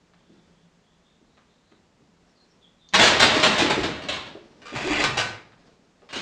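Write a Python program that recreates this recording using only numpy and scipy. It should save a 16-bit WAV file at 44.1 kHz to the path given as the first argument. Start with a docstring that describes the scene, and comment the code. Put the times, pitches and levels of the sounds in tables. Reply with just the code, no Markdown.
"""A low hum, the rustle of a lifter on a bench pad and faint birds outside a small brick gym.
About 3 s in, close to the microphone, a barbell with rubber plates drops onto the steel safety arms,
bounces and thumps down through the frame to the floor mat. Loose plates chatter after each bounce.
The knurled shaft then scrapes along an arm, knocks the upright and shifts against the frame.
The walls ring briefly behind every blow."""
import sys
import numpy as np
from scipy import signal
from scipy.fft import rfft, irfft
from scipy.io import wavfile

SR = 44100
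rng = np.random.default_rng(int(sys.argv[2]) if len(sys.argv) > 2 else 0)


def wrap_up_sound(samples):
    """Save the sound to the file named by the first command line argument, as 16-bit audio."""
    columns = np.atleast_2d(samples).T
    # keep every value between -1 and 1, then stretch to whole-number steps
    tamed = np.clip(columns, -1, 1)
    steps = np.round(tamed * 32767).astype(np.int16)
    wavfile.write(sys.argv[1], SR, steps)


N = 273861
TAIL = 27000  # samples allowed for a blow or an echo to die away
T = np.arange(N) / SR
TAIL_T = T[:TAIL]

# reverberation of the gym: f/Hz, t60/s
ROOM_T60 = [(80, 0.69), (250, 0.63), (1000, 0.52), (3000, 0.43), (6000, 0.37), (12000, 0.25)]
# spectrum of the room tone: f/Hz, relative level/dB
ROOM_TONE = [(15, -40), (25, -6), (59, -3.5), (103, -6), (172, -3.5), (202, -1.5), (237, -1.5), (309, -8.5),
             (404, -6.5), (769, -11.5), (3350, -20.5), (7280, -25), (10600, -45), (15000, -60.5)]
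# course of a hum near the room's low resonance: t/s, relative level/dB
HUM = [(0.0, -63.5), (0.69, -61.5), (0.98, -71), (1.73, -71), (2.44, -66), (2.85, -69)]
# notes of the nearest bird outside: t/s, length/s, f/Hz, level/dB
BIRD_NOTES = [(2.27, .06, 5400, -80), (2.355, 0.084, 4200, -66.5), (2.48, .07, 5420, -74.5),
              (2.605, .08, 3310, -62.5), (2.78, 0.11, 3553, -65.5)]
# the lifter moving on the pad: t/s, length/s, level/dB
LIFTER_MOVES = [(0, 0.69, -68), (1.935, 0.73, -69), (4.253, 0.6, -56.5), (5.35, 0.58, -63.5),
                (5.834, 0.56, -64.5)]
# spectrum of that rubbing: f/Hz, relative level/dB
RUSTLE_SPECTRUM = [(60, -9), (150, -2.5), (300, 2.5), (550, -4.5), (1000, -12), (2500, -19), (5000, -18),
                   (9000, -37), (12000, -61)]
# small shifts of the loaded bar and bench: t/s, level/dB
SHIFTS = [(.135, -64), (1.37, -61.5), (1.715, -64.5), (5.52, -59), (5.623, -69), (6.02, -64)]
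# the bench pad giving under load: t/s, level/dB, f/Hz
PAD_THUMPS = [(.295, -55, 207.7), (1.21, -62.5, 230), (1.715, -60, 235), (2.0, -60, 192), (4.72, -40, 243),
              (6.02, -58.5, 478)]
# the load thumping through the frame onto the floor mat: t/s, level/dB, f/Hz
FLOOR_THUMPS = [(3.243, -34, 100), (3.781, -35.5, 85.3), (4.753, -38.5, 125.6), (5.055, -35, 127),
                (5.18, -41, 110)]
# rubber plates bumping each other: t/s, level/dB, f/Hz
PLATE_BUMPS = [(3.363, -26.5, 292), (3.47, -29, 239), (3.617, -24, 279), (3.649, -30, 291),
               (3.766, -27.5, 300), (3.841, -31.5, 282), (4.349, -44, 410), (6.157, -40.5, 278)]
# rubber groaning in the slide: t/s, length/s, f/Hz, level/dB
GROANS = [(4.84, .056, 360, -32), (4.898, .036, 293.6, -27.5)]
# steel squealing in the slide: t/s, length/s, f/Hz, level/dB
SQUEALS = [(4.912, 0.047, 2340, -31), (4.925, 0.0534, 2815, -34), (4.955, 0.068, 1977, -31.5)]
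# resonances that the knurling rasps on: f/Hz, width/Hz, relative level/dB
RASP_MODES = [(855, 490, 7.5), (1350, 100, -10), (1910, 430, 6), (2460, 82, 6), (2620, 230, 2),
              (3412, 53, 2), (4730, 120, -4), (7200, 1040, -6.5)]
# spectrum of clattering plates and frame: f/Hz, relative level/dB
CLATTER = [(25, -22), (50, -13), (80, -5.5), (130, -1), (300, -0.5), (700, -0.5), (1200, -1), (2000, -1),
           (3800, 0), (5200, -9), (7500, -15), (9000, -24.5), (10500, -50), (15000, -43)]
# the bar against the frame as the lifter rolls off: t/s, level/dB, chatter length/s
FRAME_KNOCKS = [(6.09, -44.5, 0.039), (6.128, -33.5, .023), (6.156, -32, 0.027)]
# modes of the frame: f/Hz, relative level/dB
FRAME_MODES = [(1600, 3), (2070, -11.5), (2510, 1.5), (2890, 9), (3130, -1), (4230, -9), (6520, -6)]
# steel hubs clanking on the sleeves: t/s, level/dB, chatter length/s
HUB_CLANKS = [(2.927, -42.5, .012), (4.086, -27, 0.0097), (4.122, -32.5, 0.033), (4.26, -42.5, 0.024)]
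# modes of the hubs: f/Hz, relative level/dB
HUB_MODES = [(1873, -13), (2643, 2), (3160, 2), (3311, 1), (3569, -4), (3898, -6.5)]
# the shaft knocking the upright: t/s, level/dB, chatter length/s
BAR_KNOCKS = [(4.618, -50.5, 0.019), (4.655, -39.5, 0.061), (4.753, -34, 0.025), (5.013, -27.5, 0.032),
              (5.038, -22.5, 0.014), (5.171, -21.5, 0.029)]
# modes of the bar: f/Hz, relative level/dB
BAR_MODES = [(1082, -6), (1211, 0), (1518, -0.5), (1895, -10), (2353, 3), (2977, -21), (3321, -6),
             (4050, -6), (4506, -19), (4829, -12)]
# the bar bouncing on the safety arms: t/s, level/dB, chatter length/s
RACK_BLOWS = [(2.937, -15, 0.013), (2.99, -13.5, 0.018), (3.026, -13.5, .042), (3.197, -15.5, 0.022),
              (3.222, -14, 0.018), (3.345, -20, 0.14), (3.43, -15, 0.026), (3.58, -18.5, .036),
              (3.699, -21, 0.013), (3.833, -26.5, 0.028), (4.02, -36, 0.02)]
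# modes of the steel rack: f/Hz, relative level/dB
RACK_MODES = [(333, -3), (624, 9.5), (843, 2.5), (1047, -2), (1219, -6), (1596, 0.5), (1670, 4), (1745, 4),
              (1879, 9), (2229, 3.5), (2340, -1.5), (2603, -6.5), (2730, -8), (2804, -8), (3021, -13),
              (3562, -5), (3745, -6), (3995, -7)]

SLIDE_START_S, SLIDE_END_S = 4.74, 5.02


def undb(db):
    """Decibels to gain."""
    return 10 ** (np.asarray(db) / 20)


def unit(x):
    """Scale to an energy of one."""
    return x / np.sqrt(np.sum(x ** 2))


def level(x, db):
    """Scale to an rms level."""
    return unit(x) * np.sqrt(len(x)) * undb(db)


def blow(x, db):
    """Scale a short sound to the level it has when spread over 50 ms."""
    return unit(x) * np.sqrt(SR / 20) * undb(db)


def add(out, s, x):
    """Mix x in at time s."""
    i = int(np.clip(s * SR, 0, N - 1))
    out[i:i + len(x)] += x[:N - i]


def band(x, hz, kind, order=2):
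    """Butterworth filter."""
    return signal.sosfilt(signal.butter(order, hz, kind, fs=SR, output="sos"), x)


def through(x, response):
    """Play x through an impulse response."""
    return signal.fftconvolve(x, response)[:len(x)]


def fade(t60):
    """Exponential decay, 60 dB in t60 seconds."""
    return np.exp(-np.log(1000) * TAIL_T / t60)


def wander(hz, size):
    """Smooth random motion with a spread of one."""
    return level(band(rng.standard_normal(size + SR), hz, "low"), 0)[SR:]


def hump(hz, centre_hz, octaves):
    """Bell curve on a log-frequency axis."""
    return np.exp(-(np.log2((hz + 1) / centre_hz) / octaves) ** 2 / 2)


def colour(points, thump_db=0, clang_db=0, treble_db=0, size=2048):
    """Impulse response of a spectrum; rubber adds thump, bare steel adds clang and treble."""
    hz = np.fft.rfftfreq(size, 1 / SR)
    point_hz, point_db = np.transpose(points)
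    db = np.interp(np.log(hz + 1), np.log(point_hz), point_db)
    db += thump_db * hump(hz, 175, .9) + clang_db * hump(hz, 3500, .23) + treble_db * hump(hz, 8500, .97)
    # minimum phase keeps the attack sharp
    cepstrum = irfft(np.log(undb(db)))
    cepstrum[1:size // 2] *= 2
    cepstrum[size // 2 + 1:] = 0
    return unit(irfft(np.exp(rfft(cepstrum))))


def room(wet_db, early_db=-3, early_t60=.044):
    """Path to the microphone: direct sound, early reflections, a tail that dies sooner in the treble."""
    noise = rfft(rng.standard_normal(TAIL))
    centres, t60s = np.transpose(ROOM_T60)
    log_hz = np.log(np.fft.rfftfreq(TAIL, 1 / SR) + 1)
    bands = [irfft(noise * np.interp(log_hz, np.log(centres), share)) for share in np.eye(len(centres))]
    tail = sum(part * fade(t60) for part, t60 in zip(bands, t60s)) * (1 - fade(.018))
    early = unit(rng.standard_normal(TAIL) * fade(early_t60))
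    response = undb(wet_db) * (unit(tail) + undb(early_db) * early)
    response[0] += 1
    return unit(response)


def room_tone(hiss_db=-64, hum_trim_db=-2.5):
    """Quiet air all around the microphone, with a wavering low hum."""
    hiss = level(through(rng.standard_normal(N), colour(ROOM_TONE)), hiss_db)
    hiss *= undb(.36 * wander(3.7, N))
    hum = level(band(rng.standard_normal(N), [164, 180], "band"), hum_trim_db)
    return hiss + hum * undb(np.interp(T, *np.transpose(HUM)))


def glides(table, start_ratio, end_ratio, rough, jitter_hz, flutter_db):
    """Unsteady tones that bend into and out of their pitch, swelling and fading."""
    out = np.zeros(N)
    for s, length, pitch, db in table:
        u = np.linspace(0, 1, int(length * SR))
        bend = np.polyval(np.polyfit([0, .5, 1], [start_ratio, 1, end_ratio], 2), u)
        hz = pitch * bend * (1 + rough * wander(jitter_hz, SR)[:len(u)])
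        swell = np.sqrt(u * (1 - u)) * undb(flutter_db * wander(70, SR)[:len(u)])
        add(out, s, level(np.sin(2 * np.pi * np.cumsum(hz) / SR) * swell, db))
    return out


def birds(far_count=8, far_span_s=1.7, far_hz=3700, far_db=-77):
    """Birds outside, heard from indoors: a distant twitter, then a nearer one's swooping notes."""
    near = glides(BIRD_NOTES, start_ratio=1.15, end_ratio=1.06, rough=.038, jitter_hz=500, flutter_db=2.5)
    twitter = []
    for k, (when, pitch, loud) in enumerate(rng.uniform(-.69, 1, (far_count, 3))):
        s = (k + .5 + when / 2) * far_span_s / far_count
        twitter.append((s, .16, far_hz * (1 + .17 * pitch), far_db + 3 * loud))
    far = glides(twitter, start_ratio=1, end_ratio=1.02, rough=.072, jitter_hz=512, flutter_db=2.5)
    return through(near + far, room(wet_db=.5))


def rustle(flicker_db=3):
    """Close and dry: skin and denim rub on the pad in uneven strokes that swell and fade."""
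    moves = sum(undb(db) * np.sqrt(np.clip(1 - (2 * (T - s) / length - 1) ** 2, 0, 1))
                for s, length, db in LIFTER_MOVES)
    friction = level(through(rng.standard_normal(N), colour(RUSTLE_SPECTRUM)), 0)
    return friction * moves * undb(flicker_db * wander(8, N))


def chatter(length, first, hits_per_s=1100, spread_db=5):
    """A contact of strength `first`, then a dying hail of small collisions between loose parts."""
    hail = (rng.random(TAIL) < hits_per_s / SR) * rng.choice([-1, 1], TAIL)
    hail = hail * undb(spread_db * rng.standard_normal(TAIL))
    force = unit(hail * np.exp(-(TAIL_T / length) ** 2 / 2) + 1e-9 * (TAIL_T == 0))
    force[0] += first
    return unit(force)


def creaks(hz=1300):
    """Brief midrange creaks at the bench as the load settles."""
    out = np.zeros(N)
    for s, db in SHIFTS:
        creak = through(chatter(.015, first=.1), colour(CLATTER))
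        add(out, s, blow(band(creak, [hz / 2.3, hz * 1.13], "band", order=1), db))
    return out


def graze(s=2.888, db=-58.5):
    """One light, bright tick as the shaft grazes the arm just before it lands."""
    out = np.zeros(N)
    tick = band(rng.standard_normal(TAIL) * fade(.03), [3100, 6600], "band", order=5)
    add(out, s, blow(tick, db))
    return out


def thuds(table, t60, rumble_db):
    """Soft contacts on rubber or padding: a damped low resonance with rumble around it."""
    out = np.zeros(N)
    for s, db, hz in table:
        rumble = level(band(rng.standard_normal(TAIL), [hz / 1.38, hz * 1.52], "band"), rumble_db)
        body = np.sin(2 * np.pi * hz * TAIL_T) + rumble
        add(out, s, blow(body * fade(t60) * (1 - fade(.02)), db))
    return band(out, 1100, "low")


def groans():
    """Rubber groans upward in pitch during the slide."""
    return glides(GROANS, start_ratio=.88, end_ratio=1.14, rough=.07, jitter_hz=300, flutter_db=2)


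def squeals():
    """Sliding steel squeals, sagging a little in pitch."""
    return glides(SQUEALS, start_ratio=1.05, end_ratio=.99, rough=.038, jitter_hz=300, flutter_db=1)


def slide_db(t, start_db=-34.5, growth_db_per_s=30.5, edge_db_per_s=453):
    """Level of the slide: it sets in quickly, grows as the bar gathers speed and stops short."""
    inside = np.clip(t, SLIDE_START_S, SLIDE_END_S)
    return start_db + growth_db_per_s * (inside - SLIDE_START_S) - edge_db_per_s * np.abs(t - inside)


def rasp(trim_db=-2, slips_per_s=600, uneven_db=2.5):
    """Knurling grinds over the steel edge: tiny uneven slips drive a few resonances."""
    slips = (rng.random(N) < slips_per_s / SR) * rng.standard_normal(N)
    body = np.zeros(TAIL)
    for k, (hz, width, db) in enumerate(RASP_MODES):
        mode = np.exp(-np.pi * width * TAIL_T) * np.sin(2 * np.pi * hz * TAIL_T)
        body += (-1) ** k * undb(db) * unit(mode)
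    return level(through(slips, body), trim_db) * undb(slide_db(T) + uneven_db * wander(35, N))


def jerks(trim_db=-4, count=9):
    """The sliding shaft catches and slips: a run of short jolts, as rows of blows."""
    starts = np.linspace(SLIDE_START_S, SLIDE_END_S, count) + .004 * rng.standard_normal(count)
    return [(s, slide_db(s) + trim_db, .028) for s in starts]


def rattles(table, trim_db, lag_s=.078, length_s=.06):
    """Loose plates swing back after each blow and rattle more softly, as rows of blows."""
    return [(s + lag_s, db + trim_db, length_s) for s, db, _ in table]


def ring(modes, t60, scatter_db=3):
    """Steel rings freely; each point of contact weights the modes differently."""
    tones = np.zeros(TAIL)
    for hz, db in modes:
        gain = undb(db + scatter_db * rng.standard_normal())
        tones += gain * np.sin(2 * np.pi * (hz * TAIL_T + rng.random()))
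    return unit(tones * fade(t60) * (1 - fade(.006)))  # the ring swells in over the first few milliseconds


def steel(table, modes, ring_db, ring_t60, first, wet_db, thump_db, clang_db, treble_db,
          thump_per_db=0, dulling_per_db=.22):
    """Blows on loaded steel: damped plates clatter, a few modes ring on; softer blows are duller."""
    out = np.zeros(N)
    hardest_db = max(db for _, db, _ in table)
    for s, db, length in table:
        softer_db = hardest_db - db
        tone = colour(CLATTER, thump_db + thump_per_db * softer_db, clang_db,
                      treble_db - dulling_per_db * softer_db)
        # the bar keeps moving, so every blow reaches the microphone along new paths
        clatter = through(room(wet_db), tone)
        force = chatter(length, first)
        ringing = undb(ring_db) * ring(modes, ring_t60)
        add(out, s, blow(through(force, clatter + ringing), db))
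    return out


def frame_knocks():
    """The bar shifts against the frame and sets it ringing."""
    return steel(FRAME_KNOCKS, FRAME_MODES, ring_db=-4, ring_t60=.3, first=.39, wet_db=8.5,
                 thump_db=-2, clang_db=-.5, treble_db=0)


def hub_clanks():
    """Hubs strike the sleeves: short, bright clanks with plenty of room on them."""
    blows = HUB_CLANKS + rattles(HUB_CLANKS, trim_db=-13.5)
    return steel(blows, HUB_MODES, ring_db=-9, ring_t60=.098, first=.36, wet_db=9,
                 thump_db=-6.5, clang_db=2.7, treble_db=-2, thump_per_db=.7)


def bar_knocks():
    """The shaft rings as it knocks the upright and jerks along the arm; drier, so it sounds closer."""
    blows = BAR_KNOCKS + rattles(BAR_KNOCKS, trim_db=-16.5) + jerks()
    return steel(blows, BAR_MODES, ring_db=-6, ring_t60=.34, first=.1, wet_db=0,
                 thump_db=-6, clang_db=-4, treble_db=1)


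def plate_rattle():
    """Loose plates shake the rack again just after each bounce."""
    blows = rattles(RACK_BLOWS, trim_db=-8.5)
    return steel(blows, RACK_MODES, ring_db=-8, ring_t60=.27, first=.15, wet_db=6,
                 thump_db=-4, clang_db=-2, treble_db=-4.5, thump_per_db=.6)


def barbell_drop():
    """In the foreground, the loaded bar crashes onto the safety arms and bounces."""
    return steel(RACK_BLOWS, RACK_MODES, ring_db=-9, ring_t60=.23, first=.26, wet_db=5.5,
                 thump_db=-6, clang_db=0, treble_db=1, thump_per_db=.85)


def scene():
    """The gym from one microphone near the bench."""
    metal = barbell_drop() + plate_rattle() + bar_knocks() + hub_clanks() + frame_knocks()
    bumps = thuds(PLATE_BUMPS, t60=.1, rumble_db=-1)
    bumps += thuds(FLOOR_THUMPS, t60=.34, rumble_db=-2.5)
    bumps += thuds(PAD_THUMPS, t60=.17, rumble_db=5.5)
    friction = groans() + squeals() + graze() + creaks() + rasp()
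    contacts = through(bumps + friction, room(wet_db=-4))
    return (metal + contacts + birds() + rustle() + room_tone())[None]


def record(dry, top_hz=15400):
    """The phone's microphone rounds the highest peaks and cuts the top."""
    rounded = np.tanh(.85 * dry) / .76
    return signal.sosfilt(signal.ellip(10, .2, 80, top_hz, fs=SR, output="sos"), rounded)


dry = scene()
out = record(dry)
wrap_up_sound(out)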